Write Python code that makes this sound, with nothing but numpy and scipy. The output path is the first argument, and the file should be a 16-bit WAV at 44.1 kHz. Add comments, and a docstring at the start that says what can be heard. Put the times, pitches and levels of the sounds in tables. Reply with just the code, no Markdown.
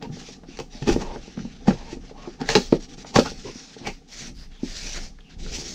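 """In a small furnished room, packing tape is torn off a cardboard box on a table and the flaps are opened.
The tape lets go in crackling rips and sharp snaps. Flaps and walls knock hollowly, stiff edges click
and squeak, hands scrape over the cardboard, and the box judders as it is pushed over the table.
A shirt swishes close to the microphone and shakes it as the arms move. A faint hiss lies underneath."""
import sys
import numpy as np
from scipy import signal
from scipy.fft import rfft, irfft, next_fast_len
from scipy.io import wavfile
from scipy.ndimage import uniform_filter1d, map_coordinates

SR = 44100
rng = np.random.default_rng(int(sys.argv[2]) if len(sys.argv) > 2 else 0)


def materialize(psi):
    """Save the field psi as 16-bit PCM at rate SR to the path in sys.argv[1].

    A 1-D psi becomes a single channel; in a 2-D psi each row is a channel.
    """
    bounded = np.clip(np.atleast_2d(psi).T, -1, 1)
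    quanta = np.round(bounded * 32767).astype(np.int16)
    wavfile.write(sys.argv[1], SR, quanta)


N = 253134

# The tone of a dry crack. Each row: frequency in Hz, level in dB.
CRACK_TONE = [(200, -10.5), (800, 2), (1900, 5.5), (3200, -0.5), (4300, 7), (6500, -4), (8000, -20),
              (11000, -41), (13500, -24), (16000, -18.5)]
# The tone of rubbed cardboard. Each row: frequency in Hz, level in dB.
CARDBOARD_TONE = [(200, -6.5), (500, 1), (820, -10), (1150, -11), (1900, -7), (3000, -9.5), (5000, -18),
                  (9000, -54.5), (14000, -54.5)]
# Arm movements, which move both sleeve and hand. Each row: start and end in seconds, level in dB.
ARM_STROKES = [(0.088, 0.396, -43.5), (0.45, 0.633, -50), (0.682, 0.94, -45), (0.885, 1.35, -48.5),
               (1.204, 1.66, -51), (1.568, 2.016, -49), (1.99, 2.14, -52), (2.126, 2.41, -50.5),
               (2.411, 2.737, -38.5), (3.16, 3.357, -40.5), (3.285, 3.772, -44), (3.632, 4.029, -49.5),
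               (4.065, 4.338, -38.5), (4.36, 4.485, -52.5), (4.49, 4.597, -54.5), (4.571, 5.136, -37),
               (4.777, 5.017, -44.5), (5.283, 5.36, -50.5), (5.366, 5.594, -42.5), (5.501, 5.646, -35),
               (5.607, 5.8, -36)]


def tape_rips(ring_db=-6, rustle_db=-36, rustle_s=0.38):
    """Glue threads and fibres part in a swelling shower; each one tugs the tape and the box under it."""
    # Each row: climax in seconds, tape level and box level in dB, build-up and fade in seconds,
    # pitch of the torn patch in Hz, its level in dB compared with the crackle.
    rips = [(0.031, -40, -37, 0.0034, 0.087, 840, -17), (0.598, -29, -32, 0.002, 0.062, 895, 5.5),
            (0.825, -33, -29, 0.003, 0.046, 800, -12), (0.879, -23, -17.5, 0.0076, 0.15, 3400, -7),
            (0.889, -26.5, -29.5, 0.003, 0.22, 1590, -1.5), (0.927, -32, -42, 0.0071, 0.085, 5560, -5.5),
            (1.019, -30, -28, 0.014, 0.07, 1950, -8), (1.681, -25, -17, 0.008, 0.14, 723, 0.5),
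            (1.924, -34, -42.5, 0.022, 0.11, 775, -6), (2.407, -40.5, -30, 0.0092, 0.15, 820, -9.5),
            (2.499, -19.5, -29.5, 0.0083, 0.32, 1750, -9.5), (2.562, -15, -15, 0.0035, 0.066, 1410, -12),
            (3.162, -10.5, -16.5, 0.0071, 0.059, 916, 3.5), (3.194, -19, -24, 0.014, 0.079, 1560, 0.5),
            (3.26, -25.5, -26, 0.0068, 0.06, 1310, -3), (3.875, -23.5, -28.5, 0.008, 0.059, 2470, -20)]
    # The tone of crackling tape. Each row: frequency in Hz, level in dB.
    tape_tone = [(150, -29), (600, 13.5), (1200, 1.5), (2300, 7), (3300, 7), (4400, 1.5), (5300, 8.5),
                 (6500, 6), (8000, -7), (11000, -37), (13500, -29.5), (16000, -38.5)]
    # How stretched tape rings on stiff cardboard. Each row: pitch in Hz, width in Hz, level in dB.
    tape_modes = [(1170, 79, -5.5), (1750, 84, 17.5), (2630, 160, 12), (3620, 84, -2), (4560, 320, 17.5),
                  (6030, 90, 18)]
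    out, crackle = np.zeros(N), colour(tape_tone)
    threads = grains(per_second=2600, spread_db=2.5)
    t = np.arange(-SR // 10, SR // 2) / SR  # zero is the climax
    for at, tape_db, box_db, rise, fade, patch_hz, patch_db in rips:
        swell = np.exp(np.minimum(t, 0) / rise)  # the tear runs away with itself
        after = np.maximum(t, 0)
        rustle = amp(rustle_db) * decay(after, rustle_s)  # the freed tape rustles on
        pull = swell * np.maximum(decay(after, fade), rustle)
        first = round((at + t[0]) * SR)
        shower = pull * np.roll(threads, -first)[:len(t)]
        sheet = amp(ring_db) * ringing(tape_modes, detune=0.005)
        patch = amp(patch_db) * resonance(patch_hz, sharpness=3)
        response = amp(tape_db - 8.5) * (crackle + sheet + patch) + amp(box_db) * box_ring()
        add(out, at + t[0], through(shower[max(-first, 0):], response))
    return out


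def tape_snaps(splinter_db=-15, splinter_s=0.017):
    """Tight tape breaks with a crack and a brief splintering; its loose end and the box both ring."""
    # Each row: time in seconds, level in dB, pitch of the loose end in Hz,
    # then the levels of that end and of the box in dB compared with the crack.
    snaps = [(0.0253, -17.5, 3280, -22, 1), (0.5724, -25.5, 5800, -5, -8), (0.5896, -16, 3320, -7, 5.5),
             (0.6005, -19.5, 4500, -7.5, -2), (2.4146, -18.5, 4760, -4.5, 9), (2.49, -1.5, 4120, -6, -2),
             (2.5037, -8, 4250, -1.5, -4), (2.5528, 4.5, 4000, -4, -8), (2.5577, -1.5, 4430, -10, 6),
             (3.161, -4.5, 4500, -5, -13), (3.195, -8, 4420, 2.5, -6.5), (3.8708, -16, 2590, -3, 1)]
    out, crack = np.zeros(N), colour(CRACK_TONE)
    t = np.arange(SR // 20) / SR
    for at, db, hz, end_db, box_db in snaps:
        burst = amp(splinter_db) * decay(t, splinter_s) * rng.standard_normal(len(t))
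        burst[0] = -0.75  # the break itself
        loose_end = amp(end_db) * resonance(hz, sharpness=12)
        add(out, at, amp(db) * through(burst, crack + loose_end + amp(box_db) * box_ring()))
    return out


def flap_knocks(attack_s=0.0016, give_s=0.001973, swings=9.6, overtone=1.724):
    """A bump scuffs the cardboard; once it gives way, the panel swings at its pitch and rings the box."""
    # Each row: time in seconds, level in dB, panel pitch in Hz, box ring in dB compared with the panel.
    knocks = [(0.098, -27, 151, -17), (0.166, -32.5, 244, 0.5), (0.283, -40.5, 295, 4.5),
              (0.485, -28.5, 276, -23), (0.588, -27, 445, -21), (0.748, -32, 236, -14),
              (0.819, -20.5, 150, -14), (0.869, -15.5, 246, -1.5), (0.8875, -6.5, 335, -18),
              (0.958, -12, 286, -1.5), (1.156, -26.5, 447, 0), (1.274, -34.5, 288, -1.5),
              (1.373, -20.5, 224, -4.5), (1.447, -25, 225, -5.5), (1.679, -3, 216, -3),
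              (1.705, -14.5, 419, -14), (1.926, -21, 307, -38), (1.966, -30.5, 260, -7),
              (2.109, -29, 430, -8), (2.272, -21, 343, -3), (2.413, -26.5, 238, -6), (2.551, -6, 414, -21),
              (2.555, -13, 188, -27), (2.573, -12.5, 251, -8), (2.7225, -2.5, 292, -2),
              (2.977, -33.5, 199, -3), (3.159, -8.5, 177, -12), (3.1835, -5.5, 242, -19),
              (3.313, -35, 295, 6), (3.554, -33, 257, -13), (3.761, -47.5, 272, 17.5),
              (4.63, -14, 265, -21), (5.581, -29.5, 277, -4)]
    out, cardboard = np.zeros(N), colour(CARDBOARD_TONE)
    for at, db, hz, ring_db in knocks:
        ring = box_ring()
        t = np.arange(len(ring)) / SR
        press = 1 - np.exp(-(t / attack_s) ** 2)
        low, high = [-np.sin(2 * np.pi * f * t) * decay(t, swings / f) for f in (hz, overtone * hz)]
        panel = press * (low + amp(ring_db - 2) * high)  # it bends in two ways at once
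        scuff = through(rng.standard_normal(len(t)) * decay(t, fade_s=0.025) * press, cardboard)
        thump = panel / np.abs(panel).max() + amp(ring_db) * press * ring / np.abs(ring).max()
        add(out, at, amp(db + ring_db - 22) * scuff)  # a soft bump neither rings nor scuffs much
        add(out, at + give_s, amp(db - 1) * thump)
    return out


def box_ring():
    """The hollow answer of the box to one push."""
    # Each row: pitch in Hz, width in Hz (wider dies away sooner), level in dB.
    box_modes = [(152, 20, -1), (263.4, 22, 1.5), (394.7, 51, -1.5), (468, 42, -0.5), (613, 7, -25.5),
                 (770, 102, -6.5), (890, 69, -12.5), (1147, 110, -22), (1346, 170, -38.5),
                 (1660, 52, -34.5), (1864, 32, -21)]
    return ringing(box_modes, detune=0.025)


def edge_clicks(fade_s=0.032, ring_db=2):
    """The cut edge of a flap catches and lets go: a dry crack with a hint of pitch."""
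    # Each row: time in seconds, level in dB, pitch in Hz.
    clicks = [(0.435, -15, 800), (0.8949, 1.5, 1600), (1.159, -2, 780), (1.372, -19, 1710),
              (1.391, -15, 1490), (1.673, -8, 1550), (1.707, -5, 1600), (2.096, -19, 810),
              (2.4889, 3, 1700), (2.724, -10, 3300), (2.726, 9, 680), (3.046, -7, 830), (3.1606, 17, 865),
              (3.164, 10.5, 475), (3.186, 18, 503), (3.872, -2, 520), (5.187, -23.5, 1650),
              (5.463, -16.5, 1560)]
    out, crack = np.zeros(N), colour(CRACK_TONE)
    t = np.arange(SR // 20) / SR
    for at, db, hz in clicks:
        burst = unit_energy(decay(t, fade_s) * rng.standard_normal(len(t)))
        edge = amp(ring_db) * resonance(hz, sharpness=3)
        dull_crack = signal.sosfilt(signal.butter(2, 2 * hz, fs=SR, output="sos"), crack)
        add(out, at, amp(db - 8.5) * through(burst, dull_crack + edge))
    return out


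def hand_scrapes(ring_db=2, roam_octaves=0.19, hand_db=-12.5, hand_hz=778):
    """Skin and paper edges stick and slip, ringing one patch of cardboard after another."""
    # Each row: start and end in seconds, level in dB, pitch of the middle patch in Hz.
    scrapes = [(0.009, 0.067, -35.5, 815), (0.72, 0.85, -47, 830), (0.985, 1.172, -38.5, 887),
               (1.695, 1.926, -39, 780), (2.165, 2.302, -43, 1130), (2.388, 2.495, -38.5, 1930),
               (3.051, 3.078, -43, 830), (3.443, 3.514, -39, 845), (3.161, 3.176, -13.5, 870),
               (3.244, 3.295, -32, 1270), (3.799, 3.92, -38, 806), (4.13, 4.297, -46.5, 2320),
               (4.58, 5.117, -46.5, 2080), (4.83, 4.906, -41.5, 2150), (4.939, 4.996, -38.5, 1730)]
    out, cardboard = np.zeros(N), colour(CARDBOARD_TONE)
    slips = grains(per_second=1800, spread_db=1) * amp(2.3 * wobble(50))
    place = np.clip(wobble(14), -1, 1)  # the hand wanders over three patches, at -1, 0 and 1
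    light_touches = [(start, end, db + hand_db, hand_hz) for start, end, db in ARM_STROKES]
    for start, end, db, hz in scrapes + light_touches:
        contact = amp(db - 13.5) * rub(slips, start, end, fullness=9.5)
        here = np.roll(place, -round(start * SR))[:len(contact)]
        add(out, start, through(contact, cardboard))
        for spot in (-1, 0, 1):
            touch = np.sqrt(np.maximum(1 - np.abs(here - spot), 0))
            patch = resonance(hz * 2 ** (spot * roam_octaves), sharpness=10)
            add(out, start, amp(ring_db) * through(contact * touch, patch))
    return out


def edge_squeaks(sharpness=9):
    """Tiny slips ring a stiff edge, whose pitch slides as the point of contact moves along it."""
    # Each row: start and end in seconds, level in dB, first and last pitch in Hz.
    squeaks = [(1.006, 1.199, -45.5, 980, 840), (2.11, 2.32, -52, 800, 760),
               (3.843, 3.909, -40, 2380, 2210), (4.33, 4.472, -55, 4800, 5030),
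               (4.502, 4.623, -61, 3340, 3460), (5.203, 5.211, -53.5, 3350, 3200),
               (5.222, 5.343, -63, 2950, 2600)]
    out, slips = np.zeros(N), grains(per_second=2500, spread_db=1)
    for start, end, db, first_hz, last_hz in squeaks:
        contact = rub(slips, start, end, fullness=3)
        pitch = np.linspace(first_hz, last_hz, len(contact))
        turn = np.exp(2j * np.pi * np.cumsum(pitch) / SR)
        kept_per_sample = np.exp(-np.pi * first_hz / sharpness / SR)
        ring = turn * signal.lfilter([1], [1, -kept_per_sample], contact / turn)  # follows the pitch
        add(out, start, amp(db) * unit_level(ring.imag))
    return out


def box_judders():
    """The bottom of the box catches on the table and shakes one of the walls."""
    # Each row: start and end in seconds, level in dB, pitch of the wall in Hz.
    judders = [(0.012, 0.197, -39, 207), (0.855, 0.984, -28.5, 100), (0.887, 0.97, -25, 250),
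               (0.965, 1.227, -40, 450), (1.35, 1.5, -35.5, 233), (1.654, 1.775, -32, 107),
               (3.429, 3.523, -37, 430), (3.778, 3.936, -38, 272), (4.153, 4.363, -44, 245),
               (5.36, 5.744, -43.5, 383)]
    out, slips = np.zeros(N), grains(per_second=1300, spread_db=2.5)
    for start, end, db, hz in judders:
        wall = unit_energy(through(resonance(hz, sharpness=1.5), resonance(hz, sharpness=1.5)))
        add(out, start, amp(db) * through(rub(slips, start, end, fullness=2.03), wall))
    return out


def sleeve_swishes(middling_db=-41, flutter_start=2.7, flutter_stroke_s=0.0868, flutter_db=-44):
    """Cloth fibres slide past each other; a faster stroke is louder and brighter."""
    # The tone of sliding cloth. Each row: frequency in Hz, level in dB.
    cloth_tone = [(300, -36), (1100, -20), (2000, -7.5), (3000, -5), (4300, 0.5), (5900, 4.5), (7000, -2.5),
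                  (8500, -14.5), (11000, -29), (13000, -25), (16000, -30.5)]
    out = np.zeros(N)
    fibres = amp(1.8 * wobble(60)) * grains(per_second=6000, spread_db=1.5)
    turns = flutter_start + flutter_stroke_s * np.arange(5)  # a sleeve brushes quickly to and fro
    flutter = [(at, at + flutter_stroke_s, flutter_db) for at in turns]
    for start, end, db in ARM_STROKES + flutter:
        db_per_octave = -4.5 + 0.4 * (db - middling_db)
        folds_db = 0.5 * rng.standard_normal(len(cloth_tone))  # the cloth lies differently each time
        cloth = colour([(hz, level + fold + db_per_octave * np.log2(hz / 5000))
                        for (hz, level), fold in zip(cloth_tone, folds_db)])
        add(out, start, amp(db - 2.5) * through(rub(fibres, start, end, fullness=2.49), cloth))
    return out


def creases(swish, depth_db=2):
    """Moving creases bring out ever-changing parts of the swish, some high and some low."""
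    bands = signal.stft(swish, nperseg=512)[2]
    pattern = uniform_filter1d(rng.standard_normal(bands.shape), size=6, axis=0)  # smooth over pitch
    pattern = uniform_filter1d(pattern, size=12, axis=1)  # and over time
    return signal.istft(bands * amp(depth_db * unit_level(pattern)), nperseg=512)[1][:N]


def box_shuffle():
    """The box shifts on the table: small slips ring it hollowly and make a low dragging sound."""
    # How strongly it shifts. Each row: time in seconds, level in dB.
    shifting = [(0.0, -41), (0.29, -47), (0.83, -52), (0.99, -65), (1.21, -48.5), (2.68, -49.5),
                (2.81, -47), (3.32, -48), (4.57, -59.5), (4.87, -51), (5.16, -55), (5.74, -45.5)]
    # The tone of the dragging. Each row: frequency in Hz, level in dB.
    drag_tone = [(70, -30.5), (160, -3.5), (280, -5.5), (420, -29), (1500, -64)]
    db = over_time(shifting)
    hollow = amp(db - 4.5 + 3 * wobble(47)) * through(grains(900, spread_db=1), box_ring())
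    drag = amp(db - 1.5 + 0.47 * wobble(40)) * through(grains(450, spread_db=4), colour(drag_tone))
    return hollow + drag


def microphone_rumble():
    """The moving arms rock the microphone, which makes a deep rumble."""
    # How strongly it rocks. Each row: time in seconds, level in dB.
    rocking = [(0.0, -54), (0.85, -43), (0.93, -27), (1.34, -45), (1.98, -38), (2.17, -48), (2.65, -38),
               (3.13, -50), (3.23, -31.5), (3.82, -68), (3.88, -34.5), (4.09, -55.5), (4.37, -35),
               (4.58, -47.5), (4.7, -36.5), (5.05, -36.5), (5.28, -53), (5.37, -31.5), (5.511, -29),
               (5.74, -43.5)]
    # The tone of the rumble. Each row: frequency in Hz, level in dB.
    rumble_tone = [(10, -13.5), (27, 9), (40, -5), (65, -7.5), (100, -19), (180, -14), (500, -39.5),
                   (2000, -110)]
    return amp(over_time(rocking) - 0.5) * through(rng.standard_normal(N), colour(rumble_tone))


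def room_echo(sound, delay_s=0.0035):
    """Close walls and soft furniture answer briefly."""
    # Each row: frequency in Hz, seconds the echo takes to fade by 60 dB.
    fade_times = [(150, 0.15), (1000, 0.11), (5000, 0.17), (14000, 0.35)]
    hz, t, bands = signal.stft(rng.standard_normal(SR // 2), SR, nperseg=256)
    fading = bands * decay(t, over_pitch(fade_times, hz)[:, None])
    tail = unit_energy(signal.istft(fading, SR, nperseg=256)[1])
    return through(sound, np.pad(tail, (round(delay_s * SR), 0)))


def faint_hiss(db=-64.5):
    """A steady hiss behind everything."""
    # Each row: frequency in Hz, level in dB.
    hiss_tone = [(100, -27.5), (1000, -1), (6000, 2.5), (8500, -15), (11000, -23), (16000, -43)]
    return amp(db) * through(rng.standard_normal(N), colour(hiss_tone))


def grains(per_second, spread_db):
    """A stream of tiny random slips of uneven size."""
    hit = rng.random(N) < per_second / SR
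    direction = rng.choice([-1, 1], N)
    strength = amp(spread_db * np.clip(rng.standard_normal(N), -2, 2))
    return unit_level(hit * direction * strength)


def rub(slips, start, end, fullness):
    """The slips of one stroke that speeds up and slows to rest; more fullness holds its pace longer."""
    progress = np.linspace(0, 1, max(round((end - start) * SR), 64))
    speed = np.tanh(fullness * np.sin(np.pi * progress) ** 2)
    return speed * np.roll(slips, -round(start * SR))[:len(speed)]


def ringing(modes, detune, size=8192):
    """An object's own fading tones (its modes); the grip shifts them a little every time."""
    t, ring = np.arange(size) / SR, np.zeros(size)
    for k, (hz, width, db) in enumerate(modes):
        level_shift, pitch_shift = rng.standard_normal(2)
        tone = np.sin(2 * np.pi * hz * (1 + detune * pitch_shift) * t)
        ring += (-1) ** k * amp(db + 2 * level_shift) * width * np.exp(-np.pi * width * t) * tone
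    return unit_energy(ring)


def resonance(hz, sharpness):
    """One fading tone; the sharper it is, the longer it rings."""
    return ringing([(hz, hz / sharpness, 0)], detune=0)


def colour(tone, size=8192):
    """A short click with the given tone; a sound played through it takes on that tone."""
    gains = amp(over_pitch(tone, np.fft.rfftfreq(size, 1 / SR)))
    cepstrum = irfft(np.log(gains))
    cepstrum[size // 2:] = 0  # so nothing sounds before the click starts
    return unit_energy(irfft(np.exp(2 * rfft(cepstrum))))


def through(sound, response):
    """Let every sample of a sound set off the response."""
    return signal.fftconvolve(sound, response)[:N]


def wobble(per_second):
    """A smooth curve through so many random points a second."""
    points = rng.standard_normal(int(N * per_second / SR) + 4)
    return map_coordinates(points, [np.arange(N) * per_second / SR])


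def over_pitch(rows, hz):
    """Join rows of frequency and value with lines that are straight on a scale of octaves."""
    frequencies, values = np.transpose(rows)
    return np.interp(np.log(hz + 1), np.log(frequencies + 1), values)


def over_time(rows):
    """Join rows of time and value with straight lines."""
    return np.interp(np.arange(N) / SR, *np.transpose(rows))


def decay(t, fade_s):
    """A fade that drops 60 dB in fade_s seconds."""
    return amp(-60 * t / fade_s)


def amp(db):
    """Turn decibels into a number to multiply by."""
    return 10 ** (np.asarray(db) / 20)


def unit_level(x):
    """Scale so that the squared samples average 1."""
    return x / np.sqrt(np.mean(x ** 2) + 1e-20)


def unit_energy(x):
    """Scale so that the squared samples add up to 1."""
    return x / np.linalg.norm(x)


def add(track, at, sound):
    """Mix a sound into the track at a time in seconds."""
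    part = track[max(round(at * SR), 0):][:len(sound)]
    part += sound[:len(part)]


def scene():
    """The box in its room, with the moving arms and a faint hiss, in one channel."""
    box = tape_rips() + tape_snaps() + flap_knocks() + edge_clicks()
    box += hand_scrapes() + edge_squeaks() + box_judders()
    sleeves = creases(sleeve_swishes())
    hiss = faint_hiss()
    echo = room_echo(amp(-4) * box + amp(-7.5) * sleeves)
    return (box + sleeves + echo + box_shuffle() + microphone_rumble() + hiss)[None]


def record(dry, ceiling=1.15, top_hz=15750):
    """Round off the highest peaks and keep nothing above top_hz."""
    rounded = dry / (1 + np.abs(dry / ceiling) ** 6) ** (1 / 6)
    size = next_fast_len(N + SR // 2)
    passed = np.fft.rfftfreq(size, 1 / SR) < top_hz
    return irfft(rfft(rounded, size) * passed, size)[..., :N]


dry = scene()
out = record(dry)
materialize(out)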